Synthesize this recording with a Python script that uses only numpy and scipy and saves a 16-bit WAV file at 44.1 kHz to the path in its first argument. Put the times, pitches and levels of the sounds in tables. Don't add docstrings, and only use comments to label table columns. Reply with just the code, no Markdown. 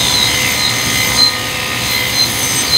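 import sys
import numpy as np
from scipy import signal
from scipy.fft import rfft, irfft
from scipy.io import wavfile

SR = 44100
rng = np.random.default_rng(int(sys.argv[2]) if len(sys.argv) > 2 else 0)


def transcribe(signal):
    frames = np.atleast_2d(signal).T
    limited = np.clip(frames, -1, 1)
    pcm = np.round(limited * 32767).astype(np.int16)
    wavfile.write(sys.argv[1], SR, pcm)


N = 122157
TIME = np.arange(N) / SR
FREQS = np.maximum(np.fft.rfftfreq(N, 1 / SR), 1)
TURNS_PER_S, TEETH = 68.52, 30
BITE_AT = 0.66
LOW_CUT_HZ, HIGH_CUT_HZ = 53, 15780


# t/s, relative level/dB
WHINE = [(0.0, -31), (0.05, -32), (0.15, -50), (0.2, -26), (0.47, -16), (0.52, -28), (0.87, -24.5),
         (1.03, -13.5), (1.13, -24), (1.72, -50), (1.95, -17.5), (2.07, -19), (2.23, -42), (2.27, -35),
         (2.77, -52)]
SQUEAL = [(0.0, -28), (0.09, -24), (0.14, -17), (0.21, -31), (0.25, -21), (0.43, -38), (0.51, -40),
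          (0.6, -21), (0.67, -18.5), (0.76, -33), (0.8, -27), (0.91, -36), (1.01, -23), (1.05, -40),
          (1.08, -36), (1.16, -33), (1.19, -13), (1.23, -8.5), (1.28, -14), (1.32, -30), (1.36, -28),
          (1.4, -45), (1.76, -41), (1.95, -21), (2.07, -41), (2.11, -33), (2.21, -12), (2.24, -15.5),
          (2.29, -36), (2.33, -41), (2.44, -31), (2.5, -51), (2.7, -26.5), (2.73, -11), (2.77, -16)]
TWELFTH = [(0.0, -36), (0.15, -26.5), (0.17, -43), (0.42, -28.5), (0.71, -43), (0.73, -30), (1.23, -34),
           (1.33, -50), (1.81, -47), (1.87, -38), (2.06, -49), (2.19, -25), (2.34, -41), (2.44, -20.5),
           (2.55, -29), (2.6, -18.5), (2.7, -39), (2.77, -30)]

def whine(turn):
    first = tooth_tone(turn, WHINE, order=1, gain_db=-5.5, flutter_db=-1.5, jitter_rad=0.23)
    octave = tooth_tone(turn, SQUEAL, order=2, gain_db=2.37, flutter_db=1.0, jitter_rad=0.18)
    twelfth = tooth_tone(turn, TWELFTH, order=3, gain_db=1.3, flutter_db=3.9, jitter_rad=0.5)
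    return (first * runout(turn, depth_db=3.5, at=BITE_AT)
            + octave * runout(turn, depth_db=2.8, at=0.56)
            + twelfth * runout(turn, depth_db=0.5, at=0.41))


def tooth_tone(turn, envelope, order, gain_db, flutter_db, jitter_rad):
    wave = np.sqrt(2) * np.sin(2 * np.pi * order * TEETH * turn + jitter_rad * drift(44))
    return from_db(in_time(envelope) + gain_db + flutter_db * drift(83)) * wave


def runout(turn, depth_db, at):
    return rms_one(from_db(depth_db * np.cos(2 * np.pi * (turn - at))))


def tooth_force(turn, periodic):
    size, count = 8192, int(HIGH_CUT_HZ / TURNS_PER_S)
    harmonics = from_db(1.8 * rng.standard_normal(count)) * np.exp(2j * np.pi * rng.random(count))
    one_turn = rms_one(irfft(np.r_[0, harmonics], size))
    buzz = np.interp(turn % 1, np.arange(size) / size, one_turn)
    return np.sqrt(periodic) * buzz + np.sqrt(1 - periodic) * rng.standard_normal(N)


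# t/s, relative level/dB
RASP = [(0.0, -23), (0.14, -25), (0.15, -24.5), (0.44, -22), (0.64, -25), (1.06, -23.5), (1.31, -27.5),
        (1.44, -26), (2.07, -23.5), (2.29, -25.5), (2.55, -24.5), (2.77, -26)]
# f/Hz, relative level/dB
RASP_SPECTRUM = [(880, -16), (1500, -20.5), (1760, -12), (2050, -6), (2370, -5.5), (2590, -10.5),
                 (2870, -8.5), (3940, -7), (4250, -12.5), (4800, -11), (5180, -22.5), (5600, -18.5),
                 (7280, -60), (12300, -120)]

def rasp(turn):
    scrape = from_db(in_time(RASP) + 2.5) * coloured(tooth_force(turn, periodic=0.27), RASP_SPECTRUM)
    growl = from_db(in_time(RASP) - 5) * resonate(tooth_force(turn, periodic=0.45), hz=2086, width_hz=570)
    chop = tooth_tone(turn, RASP, order=1, gain_db=-7.5, flutter_db=2.5, jitter_rad=0.45)
    return (scrape * runout(turn, depth_db=1.14, at=0.82)
            + (growl + chop) * runout(turn, depth_db=9, at=BITE_AT))


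# t/s, relative level/dB
HISS = [(0.0, -26.5), (0.85, -29.5), (0.86, -27), (1.13, -28.5), (1.16, -24.5), (1.32, -34), (1.74, -34.5),
        (1.89, -28.5), (1.99, -32.5), (2.34, -30), (2.62, -26.5), (2.63, -30.5), (2.75, -29.5), (2.77, -27)]
DUST = [(0.0, -35), (0.49, -35.5), (0.68, -38), (1.03, -33), (1.38, -40.5), (1.74, -39), (1.94, -34.5),
        (2.05, -37), (2.42, -33), (2.66, -36), (2.77, -35.5)]
# f/Hz, relative level/dB
HISS_SPECTRUM = [(2940, -2), (5000, -6.5), (5380, -5), (5790, -13), (6010, -2.5), (6350, 0), (7080, -7),
                 (8900, -6.5), (11600, -42), (19600, -120)]
DUST_SPECTRUM = [(8500, -14), (9500, 1), (11400, 1), (13000, 0.2), (15700, 0)]

def chips(turn):
    hiss = from_db(in_time(HISS) + 5.5) * coloured(tooth_force(turn, periodic=0.3), HISS_SPECTRUM)
    hiss *= runout(turn, depth_db=0.6, at=0.81)
    dust = from_db(in_time(DUST) + 5.5) * coloured(tooth_force(turn, periodic=0.06), DUST_SPECTRUM)
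    dust *= runout(turn, depth_db=-1.0, at=0.38)
    return (hiss + dust) * from_db(1.45 * drift(120))


# onset t/s, duration/s, start f/Hz, end f/Hz, width/Hz, level/dB
SLIDES = [(-.06, 0.22, 3930, 3430, 220, -18.5), (0.108, 0.19, 4160, 3700, 150, -16.5),
          (0.242, 0.3, 3450, 2310, 320, -24), (0.62, 0.089, 3950, 3670, 120, -17.5),
          (0.847, 0.29, 3440, 2940, 350, -27), (1.13, 0.13, 4900, 4300, 400, -27),
          (1.33, 0.2, 2940, 2880, 150, -29.5), (1.423, 0.57, 2600, 2600, 169, -28),
          (1.91, 0.24, 3420, 2870, 240, -28), (2.644, .07, 4700, 4500, 352, -23),
          (2.712, 0.068, 4194, 3920, 150, -13)]

def sliding_resonances(turn):
    out, force = 0, tooth_force(turn, periodic=0.57)
    for start, length, from_hz, to_hz, width_hz, db in SLIDES:
        progress = np.clip((TIME - start) / length, 0, 1)
        swell = from_db(db) * np.sqrt(np.abs(np.sin(np.pi * progress)))
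        out += swell * resonate(force, from_hz + (to_hz - from_hz) * progress, width_hz)
    return out * runout(turn, depth_db=3.5, at=0.84)


# f/Hz, width/Hz, level/dB at mean hiss, dB gained per dB of hiss
PLATE_MODES = [(5048, 120, -34, 1.0), (6380, 470, -32.5, 1.16), (8080, 190, -39.5, 0.99),
               (9100, 51, -37, 1.2), (12360, 160, -44, 0.85)]
# centre t/s, Gaussian spread/s, f/Hz, level/dB
SHRIEKS = [(.45, .06, 12370, -36), (0.52, 0.035, 14420, -27), (.95, .11, 12370, -39),
           (1.003, 0.076, 8230, -35), (1.042, .08, 14270, -31), (1.92, 0.03, 14420, -27),
           (1.97, .04, 12370, -35), (2.06, .04, 14420, -30), (2.365, .12, 10300, -32),
           (2.42, 0.18, 12370, -37), (2.51, 0.33, 14420, -40)]

def plate(turn):
    force = tooth_force(turn, periodic=0.1)
    effort_db = in_time(HISS) - in_time(HISS).mean()
    rings = sum(from_db(db + slope * effort_db) * resonate(force, hz, width_hz)
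                for hz, width_hz, db, slope in PLATE_MODES)
    shrieks = 0
    for centre, spread, hz, db in SHRIEKS:
        swell = from_db(db) * np.exp(-((TIME - centre) / spread) ** 2 / 2)
        shrieks += swell * resonate(force, hz, width_hz=110)
    return rings + shrieks * from_db(2 * drift(30))


# onset t/s, duration/s, level/dB
SCREAMS = [(2.417, .125, -28.5), (2.547, .078, -19.5)]

def screams(hz=8254, edge_s=0.01):
    gate = sum(from_db(db) * np.clip(np.minimum(TIME - start, start + length - TIME) / edge_s, 0, 1)
               for start, length, db in SCREAMS)
    level = gate * from_db(2.6 * drift(50))
    return level * np.sqrt(2) * np.sin(2 * np.pi * hz * TIME + 0.8 * drift(40))


# f/Hz, rms level/dB
HUM = [(118.4, -31.5), (244, -42), (506, -36.5), (732.1, -42.5), (759, -41.5), (823.6, -46), (888.2, -48.5),
       (979.8, -36.5), (1028, -42), (1050, -41.5), (1233.4, -36), (1850, -36), (5001, -53.5), (5071, -43),
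       (7397, -49)]
# t/s, relative level/dB
LOAD = [(0.05, -23.5), (0.6, -26), (0.95, -24.5), (0.99, -26), (1.2, -23), (1.24, -29), (2.6, -25)]
# f/Hz, relative level/dB
AIR_SPECTRUM = [(18, -51), (30, -2.5), (118, -1.5), (149, -4.5), (252, -2), (418, -8.5), (504, -7.5),
                (694, -9.5), (1010, -10), (1110, -11), (1210, -9.5), (1700, -14), (2210, -65), (3740, -120)]

def motor(turn):
    hum = 0
    for hz, db in HUM:
        level = from_db(db + 2.3 * drift(1.8))
        hum += level * np.sqrt(2) * np.sin(2 * np.pi * (hz * TIME + rng.random()) + 0.31 * drift(4.9))
    roar = from_db(in_time(LOAD) + 1) * coloured(tooth_force(turn, periodic=0.092), AIR_SPECTRUM)
    rumble = from_db(-36.5 + 4 * drift(16)) * resonate(rng.standard_normal(N), hz=117, width_hz=123)
    return hum + roar + rumble


def from_db(db):
    return 10 ** (np.asarray(db) / 20)


def rms_one(x):
    return x / np.sqrt(np.mean(x ** 2) + 1e-20)


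def in_time(envelope):
    return np.interp(TIME, *np.transpose(envelope))


def drift(corner_hz):
    step, settle = 40, 2000
    pole = np.exp(-2 * np.pi * corner_hz * step / SR)
    noise = rng.standard_normal(N // step + settle + 2)
    slow = signal.lfilter([1], [1, -2 * pole, pole * pole], noise)[settle:]
    return np.interp(np.arange(N) / step, np.arange(len(slow)), rms_one(slow))


def coloured(x, spectrum):
    hz, db = np.transpose(spectrum)
    gain = from_db(np.interp(np.log(FREQS), np.log(hz), db, -120, -120))
    return rms_one(irfft(rfft(x) * gain, N))


def resonate(x, hz, width_hz):
    carrier = np.exp(2j * np.pi * np.cumsum(hz + np.zeros(N)) / SR)
    pole = np.exp(-np.pi * width_hz / SR)
    baseband = signal.lfilter([1], [1, -2 * pole, pole * pole], x / carrier)
    return rms_one((baseband * carrier).real)


def scene():
    speed = TURNS_PER_S * (1 + 0.000491 * drift(1.766))
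    turn = np.cumsum(speed) / SR
    cut = whine(turn) + rasp(turn) + chips(turn) + sliding_resonances(turn)
    return (cut + plate(turn) + screams() + motor(turn))[None]


def record(dry):
    rounded = dry / (1 + dry ** 8) ** (1 / 8)
    high_pass = 1 / np.sqrt(1 + (LOW_CUT_HZ / FREQS) ** 12)
    low_pass = 1 / np.sqrt(1 + (FREQS / HIGH_CUT_HZ) ** 1200)
    return irfft(rfft(rounded) * high_pass * low_pass, N)


dry = scene()
out = record(dry)
transcribe(out)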